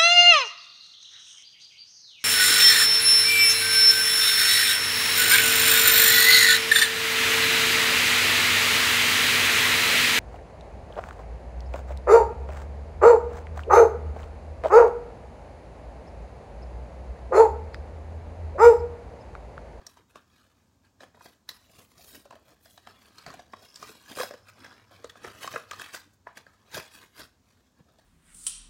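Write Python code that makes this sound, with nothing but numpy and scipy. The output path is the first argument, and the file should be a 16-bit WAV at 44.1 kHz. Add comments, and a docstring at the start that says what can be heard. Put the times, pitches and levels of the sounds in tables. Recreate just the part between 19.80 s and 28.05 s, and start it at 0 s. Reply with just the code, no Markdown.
"""A first short pull rasps over a quiet room's rumble and drone, and a small sharp snap follows at once:
two hands peel the card backing off a stiff plastic blister, close to the microphone.
Filtered noise and clicks swell and fade as card fibres tear and scrape; the blister buckles in ringing snaps,
each setting off a short slide of the sheets. The shell's resonances colour both, and the rim squeaks midway.
Near the end the card is laid aside with a soft bump, a decaying low sine."""
import sys
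import numpy as np
from scipy import signal
from scipy.fft import rfft, irfft
from scipy.io import wavfile

SR = 44100
rng = np.random.default_rng(int(sys.argv[2]) if len(sys.argv) > 2 else 0)


def digitize_waveform(pressure):
    """Quantize a signal to 16-bit integers and store it at the path in sys.argv[1].

    Rows of a 2-D input are taken as channels; values are limited to [-1, 1].
    """
    field = np.atleast_2d(pressure).T
    bounded = np.clip(field, -1, 1)
    quanta = np.round(bounded * 32767).astype(np.int16)
    wavfile.write(sys.argv[1], SR, quanta)


N = 363825  # length in samples
TIME = np.arange(N) / SR  # seconds

# steady colour of the room's rumble and hiss, before scaling: f/Hz, relative level/dB
BACKGROUND = [(20, -34), (35, -26), (52, 1), (100, 5), (150, -5), (230, 1), (320, -8), (450, -12.5),
              (1000, -13.5), (2000, -25.5), (5000, -23.5), (7000, -22), (10000, -33.5), (16000, -32)]
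BACKGROUND_DB = -67.5  # rms
# low drone in the room: t/s, rms level/dB
DRONE = [(0, -88), (3.2, -74), (3.8, -70), (5.3, -66), (6.3, -70.5), (7.3, -82), (8.25, -83)]
DRONE_HZ = 98.6

# pulls of card over plastic, levels before the gains in rubbing():
# hardest moment t/s, swell/s, fade/s, friction level/dB, brightness/dB per octave, card flexing level/dB
PULLS = [(0.01, 0.099, 0.24, -71, -6, -59), (0.095, .03, 0.13, -63, 1.5, -65),
         (0.3, 0.034, 0.12, -72.5, 0.5, -73), (0.539, 0.14, 0.62, -71, -1, -68.5),
         (1.05, .05, 0.089, -75.5, -2, -86), (1.219, 0.026, 0.043, -61.5, -3, -58),
         (1.445, 0.085, 0.13, -58.5, 2, -60.5), (1.71, .02, .26, -61, 1, -77),
         (2.012, 0.27, 0.1, -62, 2.5, -56.5), (2.169, 0.14, 0.42, -65, 0, -59.5),
         (2.3, 0.34, 0.18, -62.5, 7.5, -76), (2.348, 0.068, 0.13, -55.5, 3.5, -51.5),
         (2.69, 0.13, 0.2, -67.5, 0, -62), (2.85, 0.077, 0.54, -69, 7.5, -65.5),
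         (3.079, 0.065, 0.16, -62, -3, -56.5), (3.26, 0.39, 0.16, -67, -0.5, -66),
         (3.41, 0.24, 0.25, -61.5, -1, -63.5), (3.478, 0.04, 0.22, -55, -4, -46),
         (3.85, 0.31, 0.12, -64, 1, -61), (4.079, 0.28, 0.33, -56.5, 1, -60.5),
         (4.319, 0.15, 0.056, -51.5, .5, -52), (4.405, 0.095, 0.12, -40, 2.5, -43),
         (4.69, 0.078, 0.075, -62, -1.5, -74), (4.85, .24, 0.4, -60, -4, -56),
         (5.121, 0.04, 0.36, -64, -2, -59), (5.375, 0.032, 0.044, -59, -3, -53),
         (5.448, 0.057, 0.17, -50.5, -3, -46.5), (5.64, 0.17, 0.23, -49.5, 0.5, -47.5),
         (5.718, 0.032, 0.2, -50.5, -0.5, -51), (6.02, 0.18, 0.24, -51, -1.5, -56),
         (6.15, 0.064, 0.081, -45.5, 0, -56), (6.276, 0.022, 0.025, -78, -2, -56),
         (6.335, .02, .06, -78.5, 10, -80), (6.575, 0.033, 0.055, -54, -2, -52.5),
         (6.7, 0.13, 0.91, -74, -2, -73), (6.956, 0.059, 0.15, -43, 0, -46.5),
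         (7.151, 0.08, 0.18, -56, 2, -60.5), (7.235, 0.13, 0.074, -58, -1.5, -58.5),
         (7.402, 0.074, 0.089, -49.5, 0, -46), (7.68, 0.14, 0.65, -75.5, 0, -71.5),
         (7.998, 0.036, 0.042, -69.5, -5, -57.5), (8.09, 0.055, 0.23, -75, -3, -64.5)]
SWING_DB = 26.5  # climb over one swell time, and drop over one fade time
# colour of the scrape and of the flexing card: f/Hz, relative level/dB
FRICTION_COLOUR = [(800, 2.5), (1150, 0.5), (1600, -3.5), (2300, -3), (4500, -0.5), (7500, -6.5),
                   (12500, -9.5), (16000, -12)]
FLEXING_COLOUR = [(60, -5.5), (110, -2), (200, -3), (300, 0.5), (420, -4.5), (700, -6)]
CRINKLES_PER_S, CRINKLE_Q = 150, 14
# resonances of the blister shell: f/Hz, width/Hz, lift/dB
SHELL = [(490, 234, 2.5), (678, 128, 4), (858, 140, -4), (1080, 165, 5), (1240, 60, 5.5), (1640, 240, 11),
         (2520, 134, 6), (3350, 57, 6), (3830, 63, 5.5), (4500, 120, 3)]

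# buckling snaps: t/s, shell thud level/dB, wall ring level/dB, wall f/Hz, crack level/dB, crack f/Hz
SNAPS = [(0.067, -62, -54, 645, -39.5, 5520), (0.171, -57.5, -55, 950, -64, 6180),
         (0.357, -45, -47, 1130, -53.5, 2650), (1.206, -51, -50, 563, -53.5, 3870),
         (1.233, -49, -49, 737, -58, 3230), (1.346, -58, -60.5, 630, -77, 3130),
         (1.372, -57, -62, 1010, -88, 3300), (1.409, -53, -50, 990, -68, 5240),
         (1.459, -49, -50.5, 760, -55, 4870), (1.691, -52.5, -41.5, 1920, -33, 4150),
         (2.455, -49, -60, 560, -66, 5490), (2.508, -47.5, -47.5, 1020, -54.5, 2700),
         (2.526, -49.5, -53, 980, -66, 2410), (2.555, -48, -57.5, 644, -61, 3120),
         (2.857, -60, -58.5, 660, -57, 5030), (2.977, -55.5, -53, 700, -52, 3920),
         (3.072, -52, -46, 730, -52, 3170), (3.383, -68, -52, 1240, -46.5, 4300),
         (3.464, -54, -41, 720, -45, 4400), (3.503, -52, -46, 1240, -51, 4580),
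         (3.54, -44.5, -52, 730, -52, 2370), (3.593, -47.5, -51, 706, -58, 3500),
         (3.735, -40, -38.5, 1060, -56.5, 2280), (3.958, -61, -55.5, 1640, -41.5, 5000),
         (4.027, -45, -38, 1215, -47.5, 5070), (4.093, -46.5, -75, 440, -52, 2610),
         (4.372, -37.5, -43, 507, -46, 4030), (4.386, -51, -33, 1210, -48, 5330),
         (4.399, -26.5, -34.5, 514, -58, 7390), (4.411, -59, -30, 1090, -50, 5230),
         (4.433, -33.5, -36, 574, -38, 5230), (4.509, -38, -46, 582, -51, 5360),
         (4.538, -42, -46, 490, -53, 4910), (4.845, -51.5, -44.5, 1620, -52, 5170),
         (4.863, -56, -48, 1600, -61, 5100), (5.244, -36, -43.5, 490, -47, 3750),
         (5.297, -68, -49, 1820, -46, 3430), (5.356, -55, -51, 563, -65.5, 3430),
         (5.446, -42, -41, 378, -50.5, 2220), (5.644, -39, -38, 1080, -52, 3740),
         (5.676, -42, -31, 1080, -40.5, 2520), (5.739, -36.5, -40, 580, -46, 2520),
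         (5.76, -33, -27.5, 477, -44.5, 2520), (5.912, -46, -34, 1230, -37.5, 2520),
         (5.932, -44, -39.5, 1250, -47, 4140), (5.996, -46, -37, 1550, -47.5, 9200),
         (6.145, -43, -35.5, 1490, -50, 2640), (6.47, -45, -38.5, 1006, -80, 2470),
         (6.49, -64, -51, 1120, -79, 2430), (6.572, -61, -45.5, 1800, -49, 2530),
         (6.666, -55, -48.5, 1596, -65, 4500), (6.945, -50, -38.5, 1570, -37, 3670),
         (6.969, -35.5, -45, 627, -44, 4600), (6.977, -37.5, -37.5, 418, -42, 4660),
         (8.186, -58.5, -70, 650, -64.5, 3430)]
# the slide after a snap: levels for a medium snap, and the share of a harder snap's excess they follow
MEDIUM_SNAP_DB, SLIDE_DB, SLIDE_FLEX_DB, SLIDE_FOLLOWS = -52, -66.5, -62, 0.37
SLIDE_SWELL_S, SLIDE_FADE_S, SLIDE_LAG_S = 0.03, 0.12, 0.0044
# its tilt in dB per octave, and the rise of that tilt per dB by which the crack tops the ring
SLIDE_BRIGHTNESS, BRIGHTNESS_PER_DB = -2, 0.1946
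# fizz relative to its crack: value up to a soft crack's level, then its rise per dB of harder crack
SOFT_CRACK_DB, SOFT_FIZZ_DB, FIZZ_PER_DB = -43, -16, 0.92

# soft bumps of hand and card: t/s, level/dB before gain and envelope, f/Hz
BUMPS = [(0.358, -50, 190), (3.5, -43, 150), (4.402, -48, 106), (6.984, -36.5, 141), (8.005, -43.5, 165)]
# squeak of the plastic rim as the glue lets go: t/s, rms level/dB before the room
SQUEAK = [(3.72, -68), (3.79, -67), (3.91, -63), (3.96, -57), (4.01, -63), (4.25, -81), (4.9, -69),
          (5.1, -78)]
SQUEAK_HZ, SQUEAK_WIDTH_HZ = 5240, 220
CUTOFF_HZ = 15900


def from_db(db):
    """Decibels to gain."""
    return 10 ** (np.asarray(db) / 20)


def rms_one(x):
    """Scale to unit rms."""
    return x / np.sqrt(np.mean(x ** 2) + 1e-20)


def in_time(rows):
    """Draw each column of a curve out to every sample."""
    s, *columns = np.transpose(rows)
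    return [np.interp(TIME, s, c) for c in columns]


def at_hz(points, hz):
    """Read a spectrum on a log-frequency axis."""
    freq, level = np.transpose(points)
    return np.interp(np.log(hz + 1e-9), np.log(freq), level)


def band(x, low, high, order=2):
    """Causal band-pass."""
    high = min(high, SR / 2 - 1000)
    return signal.sosfilt(signal.butter(order, [low, high], "band", fs=SR, output="sos"), x)


def drift(rate):
    """Random wander of unit rms, heading for a new value `rate` times a second."""
    return rms_one(np.interp(TIME * rate, np.arange(N // 8), rng.standard_normal(N // 8)))


def resonate(x, modes):
    """Each resonance in turn lifts (or dips, if negative) its band; a narrow lift rings on briefly."""
    for hz, width, lift_db in modes:
        peak = signal.lfilter(*signal.iirpeak(hz, hz / width, fs=SR), x)
        x = x + (from_db(lift_db) - 1) * peak
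    return x


def add(out, s, sound):
    """Mix a short sound in at time s."""
    start = max(round(s * SR), 0)
    out[start:start + len(sound)] += sound[:max(N - start, 0)]


def background(drone_width_hz=14):
    """Steady rumble and hiss from shaped noise, with a narrow noise drone that swells and fades."""
    hz = np.arange(N // 2 + 1) * SR / N
    spectrum = rfft(rng.standard_normal(N)) * from_db(at_hz(BACKGROUND, hz))
    hush = rms_one(irfft(spectrum, N))
    half_width = drone_width_hz / 2
    drone = rms_one(band(rng.standard_normal(N), DRONE_HZ - half_width, DRONE_HZ + half_width))
    return from_db(BACKGROUND_DB) * hush + from_db(in_time(DRONE)[0]) * drone


def slide_after(s, thud_db, ring_db, wall_hz, crack_db, crack_hz):
    """The short pull that a snap sets free: louder after a hard snap, brighter after a sharp one."""
    friction_db = SLIDE_DB + SLIDE_FOLLOWS * ((ring_db + crack_db) / 2 - MEDIUM_SNAP_DB)
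    flex_db = SLIDE_FLEX_DB + SLIDE_FOLLOWS * (thud_db - MEDIUM_SNAP_DB)
    brightness = SLIDE_BRIGHTNESS + BRIGHTNESS_PER_DB * (crack_db - ring_db)
    return s + SLIDE_LAG_S, SLIDE_SWELL_S, SLIDE_FADE_S, friction_db, brightness, flex_db


def effort():
    """Pulls and slides add in power; brightness is their mean, weighted by friction power."""
    t = np.arange(0, N / SR, 0.001)
    friction, flex, lean = 1e-11, 1e-11, 0  # tiny power floors keep the logarithms finite
    slides = [slide_after(*row) for row in SNAPS]
    for s, swell_s, fade_s, friction_db, brightness, flex_db in PULLS + slides:
        shape_db = -SWING_DB * np.maximum((s - t) / swell_s, (t - s) / fade_s)
        power = from_db(friction_db + shape_db) ** 2
        friction = friction + power
        lean = lean + power * brightness
        flex = flex + from_db(flex_db + shape_db) ** 2
    return in_time(np.column_stack([t, 10 * np.log10(friction), lean / friction, 10 * np.log10(flex)]))


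def fibres(per_s, spread_db, smooth_db):
    """Fibres let go one by one in clicks of uneven size, over smooth sliding noise."""
    sizes = from_db(spread_db * np.minimum(rng.exponential(1, N), 4)) * rng.choice([-1, 1], N)
    clicks = sizes * (rng.random(N) < per_s / SR)
    return rms_one(rms_one(clicks) + from_db(smooth_db) * rng.standard_normal(N))


def coloured(sources, spectrum, edges, tilt, patchy_db, pivot_hz=3600):
    """Two sources dealt to alternate bands; each band follows the spectrum, leans with the tilt and flickers."""
    out, power = 0, 0
    for k, (low, high) in enumerate(zip(edges, edges[1:])):
        hz = np.sqrt(low * high)
        part = from_db(at_hz(spectrum, hz)) * band(sources[k % 2], low, high, order=3)
        power += np.mean(part ** 2)  # levelled before tilt and flicker
        out = out + part * from_db(tilt * np.log2(hz / pivot_hz) + patchy_db * drift(45))
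    return out / np.sqrt(power)


def crinkles(per_s, spread_db, ring_q, tick_share, count=48):
    """Tiny creases pop at random: a dry tick and a ring at one of `count` pitches."""
    pops = (rng.random(N) < per_s / SR) * from_db(-spread_db * rng.random(N))
    dealt = rng.integers(0, count, N)
    rings = 0
    for k, hz in enumerate(np.geomspace(900, 6000, count)):
        struck = pops * (dealt == k) + 1e-18  # the offset keeps the filter out of denormals
        rings = rings + signal.lfilter(*signal.iirpeak(hz, ring_q, fs=SR), struck) / np.sqrt(hz)
    return rms_one(rings) + tick_share * rms_one(band(pops, 2500, 13000, order=1))


def moving_paths(x, shape, moves_per_s):
    """Random echo paths under one envelope, crossfading to a new set at a steady rate."""
    out, step = np.zeros(N), int(SR / moves_per_s)
    fade = np.sqrt(np.hanning(2 * step))
    for start in range(0, N, step):
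        paths = rng.standard_normal(len(shape)) * shape
        piece = x[start:start + 2 * step] * fade[:N - start]
        add(out, start / SR, signal.fftconvolve(piece, paths))
    return out


def between_hands(x, scatter_db=-1.5, path_s=0.0041, moves_per_s=12.0):
    """Palms and folds scatter the treble over short paths, which keep changing with the grip."""
    t = np.arange(SR // 200) / SR
    shape = t * np.exp(-np.pi * t / path_s)
    treble = band(x, 1830, 19000, order=1)
    return x + from_db(scatter_db) * moving_paths(treble, shape / np.linalg.norm(shape), moves_per_s)


def ticks(friction_db, per_s=18.0, peak_db=-37.5, spread_db=16.5, follows=0.86, medium_db=-65, low_hz=6500):
    """Now and then a single fibre or thin edge gives a dry, high tick, stronger while the hands pull."""
    level_db = peak_db - spread_db * rng.random(N) + follows * (friction_db - medium_db)
    pops = (rng.random(N) < per_s / SR) * from_db(level_db)
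    return between_hands(band(pops, low_hz, 15000, order=1))


def rubbing(friction_gain_db=2.5, flex_gain_db=-3.5, crinkle_db=-6.0, catch_db=1.94, chatter_db=1.5,
            lumpy_db=2.0):
    """Card drags and tears along the plastic, catching and slipping; its bending adds a low, lumpy rustle."""
    friction_db, brightness, flex_db = effort()
    stick_slip = from_db(catch_db * drift(110) + chatter_db * drift(420))
    tearing = [resonate(fibres(per_s=1800, spread_db=3.0, smooth_db=5.0), SHELL) for _ in range(2)]
    bending = [resonate(fibres(per_s=600, spread_db=2.0, smooth_db=4.5), SHELL) for _ in range(2)]
    scrape = coloured(tearing, FRICTION_COLOUR, np.geomspace(780, 16500, 12), brightness, patchy_db=2.0)
    creases = crinkles(per_s=CRINKLES_PER_S, spread_db=1.0, ring_q=CRINKLE_Q, tick_share=0.19)
    scrape = between_hands(scrape + from_db(crinkle_db) * creases)
    rustle = coloured(bending, FLEXING_COLOUR, np.geomspace(55, 780, 7), 0, patchy_db=4.0)
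    scrape = scrape * from_db(friction_db + friction_gain_db)
    rustle = rustle * from_db(flex_db + flex_gain_db + lumpy_db * drift(50))
    return stick_slip * (scrape + rustle) + ticks(friction_db)


def snap(thud_db, ring_db, wall_hz, crack_db, crack_hz, rise_s=0.0013, fall_s=0.0036, jump=4.8,
         crack_rise_s=0.00089, crack_fall_s=0.0034, uneven_db=2.0, wall_q=9.9, wall_db=19.0,
         crease_q=21.0, crease_db=15.5, span_s=0.0063):
    """A wall flips over: one jump amid a few milliseconds of tiny slips, ringing in the wall and the shell."""
    t = np.arange(SR // 20) / SR - 0.007  # the build-up runs before zero
    slips = rms_one(rng.standard_normal(len(t)) * from_db(uneven_db * rng.standard_normal(len(t))))
    push = slips * np.exp(np.minimum(t / rise_s, -t / fall_s))
    push[np.searchsorted(t, 0)] += jump
    # the flipping wall gets the strongest resonance, on top of those of the shell
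    shell = resonate(push, SHELL + [(wall_hz, wall_hz / wall_q, wall_db)])
    # the crease itself is small and stiff, so it starts abruptly and rings high
    crack = slips * np.exp(np.minimum(t / crack_rise_s, -t / crack_fall_s))
    crease = resonate(crack, [(crack_hz, crack_hz / crease_q, crease_db)])
    fizz_db = SOFT_FIZZ_DB + FIZZ_PER_DB * max(crack_db - SOFT_CRACK_DB, 0)
    crack_low_hz = np.clip(0.7 * crack_hz, 2200, 4500)
    parts = [(band(shell, 210, 778, order=3), thud_db),
             (band(shell, 834, 2140, order=4), ring_db),
             (band(crease, crack_low_hz, 8400, order=3), crack_db),
             (band(crease, 6700, 14600, order=3), crack_db + fizz_db)]
    # each level stands for the part's whole energy averaged over the span
    return sum(x * from_db(db) * np.sqrt(span_s * SR / np.sum(x ** 2)) for x, db in parts)


def snaps(lead_s=0.0068):
    """The blister's walls buckle one after another, each build-up starting just ahead of its time."""
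    out = np.zeros(N)
    for s, *blow in SNAPS:
        add(out, s - lead_s, snap(*blow))
    return out


def bumps(rise_s=0.0016, fall_s=0.0051, level_db=3.0):
    """A soft push sets off a low sine that dies away within a few cycles."""
    out, t = np.zeros(N), np.arange(SR // 8) / SR
    envelope = (1 - np.exp(-t / rise_s)) * np.exp(-t / fall_s)
    for s, bump_db, hz in BUMPS:
        add(out, s, from_db(bump_db + level_db) * np.sin(2 * np.pi * hz * t) * envelope)
    return band(out, 56, 900)


def squeak():
    """Quick uneven slips keep one high resonance of the rim singing as the glue lets go."""
    slips = fibres(per_s=360, spread_db=4.0, smooth_db=-12.0)
    half_width = SQUEAK_WIDTH_HZ / 2
    singing = band(slips, SQUEAK_HZ - half_width, SQUEAK_HZ + half_width, order=1)
    peeling = (TIME > SQUEAK[0][0]) & (TIME < SQUEAK[-1][0])
    return peeling * from_db(in_time(SQUEAK)[0]) * rms_one(singing)


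def room(x, early_db=-12.5, early_t60=0.19, late_db=-16.0, late_t60=0.52, gap_s=0.009, wall_hz=8500,
         moves_per_s=5.0):
    """A quick scatter from the furniture and a faint longer tail; both shift as the pack is moved about."""
    t, power = np.arange(SR // 2) / SR, 0
    for level_db, t60 in [(early_db, early_t60), (late_db, late_t60)]:
        tail = np.exp(-np.log(1000) * t / t60) * (t > gap_s)
        power = power + (from_db(level_db) * tail / np.linalg.norm(tail)) ** 2
    return moving_paths(band(x, 233, wall_hz, order=1), np.sqrt(power), moves_per_s)


def scene(rub_room_db=-0.5):
    """The blister's walls radiate snaps into the room; the rubbing, sheltered by the hands, sends a bit less."""
    friction = rubbing() + squeak()
    blows = snaps() + bumps()
    around = room(blows + from_db(rub_room_db) * friction)
    return (background() + friction + blows + around)[None]


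def record(dry):
    """A steep low-pass cuts the top."""
    return signal.sosfilt(signal.ellip(12, 0.1, 80, CUTOFF_HZ, fs=SR, output="sos"), dry)


dry = scene()
out = record(dry)
digitize_waveform(out)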